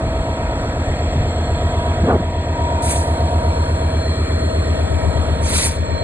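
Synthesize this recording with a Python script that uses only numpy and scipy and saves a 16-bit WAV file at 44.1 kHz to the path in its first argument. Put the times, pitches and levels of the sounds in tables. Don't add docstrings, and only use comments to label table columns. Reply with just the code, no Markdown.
import sys
import numpy as np
from scipy import signal
from scipy.fft import rfft, irfft, next_fast_len
from scipy.io import wavfile
from scipy.ndimage import uniform_filter1d, map_coordinates

SR = 44100
rng = np.random.default_rng(int(sys.argv[2]) if len(sys.argv) > 2 else 0)


def pcm_store(signal):
    levels = np.round(np.clip(np.atleast_2d(signal), -1, 1) * 32767)
    wavfile.write(sys.argv[1], SR, levels.astype(np.int16).T)


N = 265923
SECONDS = np.arange(N) / SR
FRAME = 512

# middle in seconds, half length in seconds, level in dB before
# shaping, top of the buffeting in Hz.
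GUSTS = [(0.055, 0.051, -16, 129), (0.894, 0.12, -20.5, 70.4), (1.189, 0.053, -9, 110),
         (2.033, 0.03, -12, 60), (2.11, 0.052, -7.5, 944), (2.157, 0.012, -8, 130),
         (2.204, 0.013, -10.5, 300)]
GUST_LOW_HZ = 60
GUST_EDGE, GUST_PEAKING = 2.2, 0.67
BREEZE_DB, BREEZE_FADE_DB_PER_S, BREEZE_HZ, BREEZE_LUMPS_DB = -22.5, 4.5, 71, -3

# frequency in Hz, relative density in dB per Hz.
ROAR_SPECTRUM = [(25, -34), (45, -16), (80, -11), (130, -14), (220, -19), (400, -27), (650, -24),
                 (820, -27), (1050, -25), (1400, -30), (1900, -33), (2400, -34), (2800, -38), (4400, -40),
                 (5500, -44), (7700, -46), (9500, -52), (11000, -56)]
ROAR_DB, ROAR_FOLLOWS = -27.5, 0.076

# centre in Hz, width of one filter pass in Hz,
# level in dB before the swell.
WHINES = [(1910, 30, -53), (3250, 70, -51), (3400, 250, -49), (4270, 120, -54), (7700, 150, -52)]
# time in seconds, gain in dB.
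WHINE_SWELL = [(0, 0), (1.3, 5.5), (3.4, 2.5), (4.0, 3.5), (4.5, 4), (6.03, 4.5)]

# frequency in Hz, relative density in dB per Hz.
JET_SPECTRUM = [(700, -11), (1500, -15), (2350, -4), (2900, -12.5), (3500, -6), (4500, -4), (6500, 3.5),
                (7500, 2.5), (9000, 7.5), (11000, -0.5)]
# opening in seconds, first spit below the peak in dB, swell in seconds,
# hold in seconds, peak in dB before the body lift, dying in dB per second, lift of the body under
# 4 kHz in dB, time to crack open in seconds.
VENTS = [(2.821, 8.5, 0.084, 0.016, -21, 118, 7.5, .002), (5.401, 19, 0.16, 0.1, -15.5, 203, 10.5, 0.042)]
SEEP_DB = -48.5

# time in seconds, upper tone in dB, lower tone in dB.
GEAR_LEVELS = [(0, -50, -51), (.3, -33, -31.5), (.85, -37, -46), (1.25, -34.5, -42), (2.1, -31, -47),
               (2.6, -27, -31), (3.0, -30.5, -31), (3.7, -32, -35.5), (4.2, -38, -37), (4.7, -32, -45),
               (5.05, -34, -40), (5.25, -34, -35.5), (6.03, -41, -26.5)]
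UPPER_GEAR_ORDER, LOWER_GEAR_ORDER = 117.2, 113

# multiple of crank speed, relative level in dB.
BLOWER_TONES = [(283.6, -6), (503.6, -8), (515.4, 0)]
# time in seconds, gain in dB.
BLOWER_LEVEL = [(0, -51.5), (1.3, -47.5), (2.8, -48.5), (3.7, -43), (4.0, -37.5), (4.6, -44.5), (5.05, -42),
                (5.5, -51), (6.03, -32.5)]

RATTLE_FIRST, RATTLE_LAST = 92, 330
RATTLE_DB, RATTLE_SPREAD_DB, RATTLE_FALL_DB, RATTLE_CHANGE_PER_S = -38.5, 2, 6, .5

# multiple of crank speed (its order), relative level in dB.
CRANK_TONES = [(5, -33), (7, -39), (9, -20), (10, -20), (11, -28), (12, -31), (13, -31), (14, -36),
               (15, -40), (16, -38), (17, -36), (18, -35), (19, -38), (20, -45), (21, -46), (22, -44),
               (24, -41), (25, -40), (26, -46), (27, -42), (28, -39), (29, -46), (30, -36), (32, -38),
               (33, -45), (34, -35), (35, -47), (37, -45), (38, -40), (39, -41), (40, -38), (41, -39),
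               (42, -46), (45, -47), (46, -45), (47, -39), (48, -40), (49, -44), (50, -49), (51, -47),
               (52, -47), (54, -39), (55, -42), (56, -39), (57, -40), (59, -42), (60, -43), (61, -44),
               (63, -38), (64, -47), (65, -45), (66, -43), (67, -45), (68, -42), (69, -43), (71, -39),
               (72, -42), (73, -42), (74, -39), (75, -43), (76, -44), (77, -41), (78, -39), (79, -30),
               (80, -41), (81, -37), (82, -40), (83, -41), (84, -42), (85, -42), (86, -36), (87, -37),
               (88, -39), (90, -46), (91, -49), (96, -50), (97, -48), (99, -51), (101, -50), (103, -51),
               (105, -50), (112, -45), (119, -49), (152, -48), (158, -45), (200, -49), (226, -47)]
SET_SPEED, SPEED_EXCESS, SETTLE_S = 8.1752, .0635, .658
# time in seconds, exhaust gain in dB.
PASSING = [(0, -9.5), (.5, -3.5), (1.6, 1.5), (3.0, 0), (4.4, 2.5), (6.03, 0)]
LAST_EXHAUST_ORDER = 12
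THROB_TURN, THROB_SKEW = .554, -.8
SILENCER_ORDER, SILENCER_LAG = 10.5, 1.3
PIPE_ORDER = 8

BLOCK_DB, BLOCK_FOLLOWS = 0.5, 0.055
KNOCKS = [(13, 17, .255, .25, 0), (18, 19, .735, .25, 0), (20, 29, .63, 1.0, 0), (54, 75, .17, .8, .3),
          (76, 90, .3, .5, 0)]
REBOUND_TURN = .26
SLIP_ORDER = 30
FADING_DB = 2.2
# time in seconds, gain in dB.
CHUG = [(0, -3), (1.2, -2), (1.9, 2), (3.45, 2.5), (3.65, -3.5), (6.03, -3.5)]
CHUG_ORDER = 80
HUM_FIRST, HUM_LAST, HUM_FADE_S, HUM_FADE_DB_PER_S = 35, 45, 4.7, 4

# frequency in Hz, right channel's lead in rad, left louder by in dB,
# level of the unlike part in dB.
STEREO = [(60, .2, 5, -16), (260, .4, 6, -11), (600, 1.8, 3, -6), (800, 2.0, 0, -5), (1400, 1.5, 0, -2),
          (1750, 1.4, 0, -2), (2250, 2.4, -4, 0), (2750, 2.5, 0, -3), (3450, 2.5, 0, -5),
          (4250, 1.7, 0, -3), (4500, 2.4, 0, -10), (4750, 3.14, 0, -35), (6300, 3.14, 0, -35),
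          (6900, 2.0, 0, -2), (7700, 1.0, 0, -5), (7950, 0, 0, -35), (9600, 0, 0, -35),
          (10200, -1.6, 0, -3), (10700, -2.6, 0, -10), (10950, -3.14, 0, -50)]
# frequency in Hz, right channel's lead in rad, left louder by in dB, level of the unlike
# part in dB.
HISS_STEREO = [(4850, 2.0, 0, -6), (5100, 3.14, 0, -35), (5650, 3.14, 0, -35), (5950, 2.8, 0, -16),
               (6400, 1.8, 0, -5)]
MONO_HZ, MONO_HOLD_S, MONO_SINK_HZ_PER_S = 910, 2.77, 395

DUCK_ABOVE_DB, DUCK_SHARE, DUCK_ATTACK_S, DUCK_RELEASE_DB_PER_S = -19, .6, .09, 12
CUTOFF_HZ = 11700


def amp(db):
    return 10 ** (np.asarray(db) / 20)


def rms_one(x):
    return x / np.sqrt(np.mean(x ** 2))


def curves(rows, at):
    first, *columns = np.transpose(rows)
    return [np.interp(at, first, column) for column in columns]


def over_hz(rows, hz):
    log_rows = [(np.log(row[0]), *row[1:]) for row in rows]
    return curves(log_rows, np.log(np.maximum(hz, 1)))


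def drift(rate):
    coarse = np.arange(0, N + 64, 64)
    points = rng.standard_normal(400)
    smooth = map_coordinates(points, [coarse / SR * min(rate, 60)], order=3)
    return np.interp(np.arange(N), coarse, smooth)


def frames(x):
    hz, s, z = signal.stft(x, SR, nperseg=FRAME)
    return hz[:, None], s, z


def samples(z):
    return signal.istft(z, SR, nperseg=FRAME)[1][..., :N]


def coloured(spectrum):
    size = next_fast_len(N)
    db, = over_hz(spectrum, np.fft.rfftfreq(size, 1 / SR))
    white = rfft(rng.standard_normal(size))
    return rms_one(irfft(white * amp(db), size)[:N])


def patchy(x, patch_db, rate):
    hz, s, z = frames(x)
    half_octaves = 2 * np.log2(np.maximum(hz, 30) / 30)
    grid = np.broadcast_arrays(half_octaves, min(rate, 60) * s)
    patches = map_coordinates(rng.standard_normal((22, 400)), grid, order=1)
    return samples(z * amp(patch_db * patches))


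def breeze():
    band = signal.butter(2, [36, BREEZE_HZ], "band", fs=SR, output="sos")
    rumble = rms_one(signal.sosfilt(band, rng.standard_normal(N)))
    return rumble * amp(BREEZE_DB - BREEZE_FADE_DB_PER_S * SECONDS + BREEZE_LUMPS_DB * drift(6.9))


def wind():
    hz, s, z = frames(rng.standard_normal(N) * amp(1.5 * drift(35.)))
    level, top_hz = np.zeros(len(s)), np.full(len(s), float(GUST_LOW_HZ))
    for middle, half, db, gust_hz in GUSTS:
        off = np.abs(s - middle) / half
        level = level + amp(db) * np.exp(-off ** GUST_EDGE)
        top_hz = np.maximum(top_hz, gust_hz * np.exp(-GUST_PEAKING * off ** 2))
    eddies = hz / (hz + 0.26 * top_hz)
    rolloff = 1 / (1 + (hz / top_hz) ** 3.84)
    narrowing_gain = np.sqrt(SR / 2 / top_hz)
    gust = samples(z * level * eddies * rolloff * narrowing_gain)
    high_pass = signal.butter(2, 35, "high", fs=SR, output="sos")
    return signal.sosfilt(high_pass, gust) + breeze()


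def seep():
    opens, _, swell, hold = VENTS[-1][:4]
    leaking = (SECONDS > VENTS[0][0]) * (SECONDS < opens + swell + hold)
    return amp(SEEP_DB) * leaking * coloured(JET_SPECTRUM)


def vented_air():
    jet = patchy(coloured(JET_SPECTRUM), patch_db=3.2, rate=50.)
    body = signal.sosfilt(signal.butter(2, 4000, fs=SR, output="sos"), jet)
    out = np.zeros(N)
    for opens, spit_db, swell, hold, peak_db, dying_db, body_db, crack in VENTS:
        since = SECONDS - opens
        below_db = spit_db * np.clip(1 - since / swell, 0, 1)
        died_db = dying_db * np.maximum(since - swell - hold, 0)
        opening = np.clip(since / max(crack, 1 / SR), 0, 1)
        out += opening * amp(peak_db - below_db - died_db) * (jet + (amp(body_db) - 1) * body)
    return out


def roar(exhaust_db):
    noise = patchy(coloured(ROAR_SPECTRUM), patch_db=1.3, rate=8.)
    return amp(ROAR_DB + ROAR_FOLLOWS * exhaust_db) * noise


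def whines():
    out = np.zeros(N)
    for hz, width_hz, db in WHINES:
        r = np.exp(-np.pi * width_hz / SR)
        section = [1, 0, -1, 1, -2 * r * np.cos(2 * np.pi * hz / SR), r * r]
        ringing = signal.sosfilt([section, section], rng.standard_normal(N))
        out += amp(db + .8 * drift(1.5)) * rms_one(ringing)
    swell_db, = curves(WHINE_SWELL, SECONDS)
    return amp(swell_db) * out


def crank_angle():
    settling = SECONDS / SETTLE_S
    speed = SET_SPEED + SPEED_EXCESS * (1 + settling) * np.exp(-settling)
    return 2 * np.pi * np.cumsum(speed) / SR


def gears(crank):
    upper_db, lower_db = curves(GEAR_LEVELS, SECONDS)
    upper = np.cos(UPPER_GEAR_ORDER * crank + 0.35 * drift(5.0))
    lower = np.cos(LOWER_GEAR_ORDER * crank + 0.35 * drift(5.0))
    return amp(upper_db + 2.5 * drift(8.0)) * upper + amp(lower_db + 2.5 * drift(12.0)) * lower


def blower(crank):
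    level_db, = curves(BLOWER_LEVEL, SECONDS)
    tones = np.zeros(N)
    for order, db in BLOWER_TONES:
        tones += amp(db + 2.4 * drift(6.0)) * np.cos(order * crank + .35 * drift(15.0))
    return amp(level_db) * tones


def rattle(crank):
    orders = np.arange(RATTLE_FIRST, RATTLE_LAST)
    turns = crank / (2 * np.pi) % 1
    out = np.zeros(N)
    for _ in range(3):
        fall_db = RATTLE_FALL_DB * np.log2(orders / RATTLE_FIRST)
        db = RATTLE_SPREAD_DB * rng.standard_normal(len(orders)) - fall_db
        lines = np.zeros(4097, complex)
        lines[orders] = amp(db) * np.exp(2j * np.pi * rng.random(len(orders)))
        pattern = irfft(lines)
        angles = np.arange(len(pattern)) / len(pattern)
        out += drift(RATTLE_CHANGE_PER_S) * np.interp(turns, angles, pattern, period=1)
    running_power = uniform_filter1d(out ** 2, size=20000)
    return amp(RATTLE_DB) * rms_one(out / np.sqrt(running_power + 1e-12))


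def knock_phase(order):
    late = rng.uniform(0, 2 * np.pi)
    for first, last, turn, scatter, lead in KNOCKS:
        if first <= order <= last:
            chirp = np.pi * lead * (order - (first + last) / 2) ** 2 / (last - first)
            late = 2 * np.pi * turn * order - chirp + scatter * rng.standard_normal()
    if order >= KNOCKS[-1][0]:
        late -= np.angle(1 + np.exp(-2j * np.pi * REBOUND_TURN * order))
    return late


def block_knocks(crank):
    chug_db, = curves(CHUG, SECONDS)
    hum_fade_db = HUM_FADE_DB_PER_S * np.maximum(SECONDS - HUM_FADE_S, 0)
    out = np.zeros(N)
    for order, db in CRANK_TONES:
        if order <= LAST_EXHAUST_ORDER:
            continue
        late = knock_phase(order)
        slip = min(order / SLIP_ORDER, 1) ** 2
        level_db = db + slip * FADING_DB * drift(1.176)
        if CHUG_ORDER <= order <= KNOCKS[-1][1]:
            level_db = level_db + chug_db
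        if HUM_FIRST <= order <= HUM_LAST:
            level_db = level_db - hum_fade_db
        out += amp(level_db) * np.cos(order * crank - late + slip * 0.5 * drift(0.806))
    return out


def exhaust_throb(crank):
    out = np.zeros(N)
    for order, db in CRANK_TONES:
        if order > LAST_EXHAUST_ORDER:
            continue
        late = 2 * np.pi * THROB_TURN * order - THROB_SKEW
        if order > SILENCER_ORDER:
            late += SILENCER_LAG
        if order < PIPE_ORDER:
            late += np.pi
        out += amp(db + 1.76 * drift(1.84)) * np.cos(order * crank - late)
    return out


def engine_tones(exhaust_db):
    crank = crank_angle()
    exhaust = amp(exhaust_db) * exhaust_throb(crank)
    block = amp(BLOCK_DB + BLOCK_FOLLOWS * exhaust_db) * block_knocks(crank)
    return exhaust + block + gears(crank) + blower(crank) + rattle(crank)


def stereo(x, table, frames_alike, bins_alike, unlike_gain_db):
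    hz, s, z = frames(x)
    lead, left_db, unlike_db = over_hz(table, hz)
    mono_hz = np.maximum(MONO_HZ - MONO_SINK_HZ_PER_S * np.maximum(s - MONO_HOLD_S, 0), 10)
    apart = 1 / (1 + (mono_hz / np.maximum(hz, 1)) ** 10.0)
    step = amp(apart * left_db / 2) * np.exp(-.5j * apart * lead)
    bins = np.arange(len(hz))[:, None] / bins_alike
    grid = np.broadcast_arrays(bins, np.arange(len(s)) / frames_alike)
    half_turns = np.array([map_coordinates(rng.standard_normal(z.shape), grid, order=1)
                           for _ in range(2)])
    unlike = apart * amp(unlike_db + unlike_gain_db) * z * np.exp(1j * np.pi * half_turns)
    return samples(np.array([z * step, z / step]) + unlike)


def scene():
    exhaust_db, = curves(PASSING, SECONDS)
    noise = wind() + seep() + roar(exhaust_db) + whines()
    low, high = HISS_STEREO[0][0] * .9, HISS_STEREO[-1][0]
    outside = [row for row in STEREO if not low < row[0] < high]
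    hiss_stereo = sorted(outside + HISS_STEREO)
    out = stereo(noise, STEREO, frames_alike=1, bins_alike=1, unlike_gain_db=-0.5)
    out = out + stereo(vented_air(), hiss_stereo, frames_alike=1, bins_alike=1, unlike_gain_db=0.0)
    tones = engine_tones(exhaust_db)
    return out + stereo(tones, STEREO, frames_alike=60, bins_alike=6, unlike_gain_db=-1.0)


def record(dry):
    high_pass = signal.butter(2, 300, "high", fs=SR, output="sos")
    above_bass = signal.sosfilt(high_pass, dry[0])
    level_db = 10 * np.log10(uniform_filter1d(above_bass ** 2, size=2000) + 1e-12)
    excess_db = np.maximum(level_db - DUCK_ABOVE_DB, 0)
    release_db = DUCK_RELEASE_DB_PER_S * SECONDS
    held_db = np.maximum.accumulate(excess_db + release_db) - release_db
    r = np.exp(-1 / (DUCK_ATTACK_S * SR))
    duck_db = DUCK_SHARE * signal.lfilter([1 - r], [1, -r], held_db)
    ducked = dry * amp(-duck_db)
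    rounded = 1.1 * np.tanh(ducked / 1.1)
    return signal.sosfilt(signal.ellip(10, .5, 70, CUTOFF_HZ, fs=SR, output="sos"), rounded)


dry = scene()
out = record(dry)
pcm_store(out)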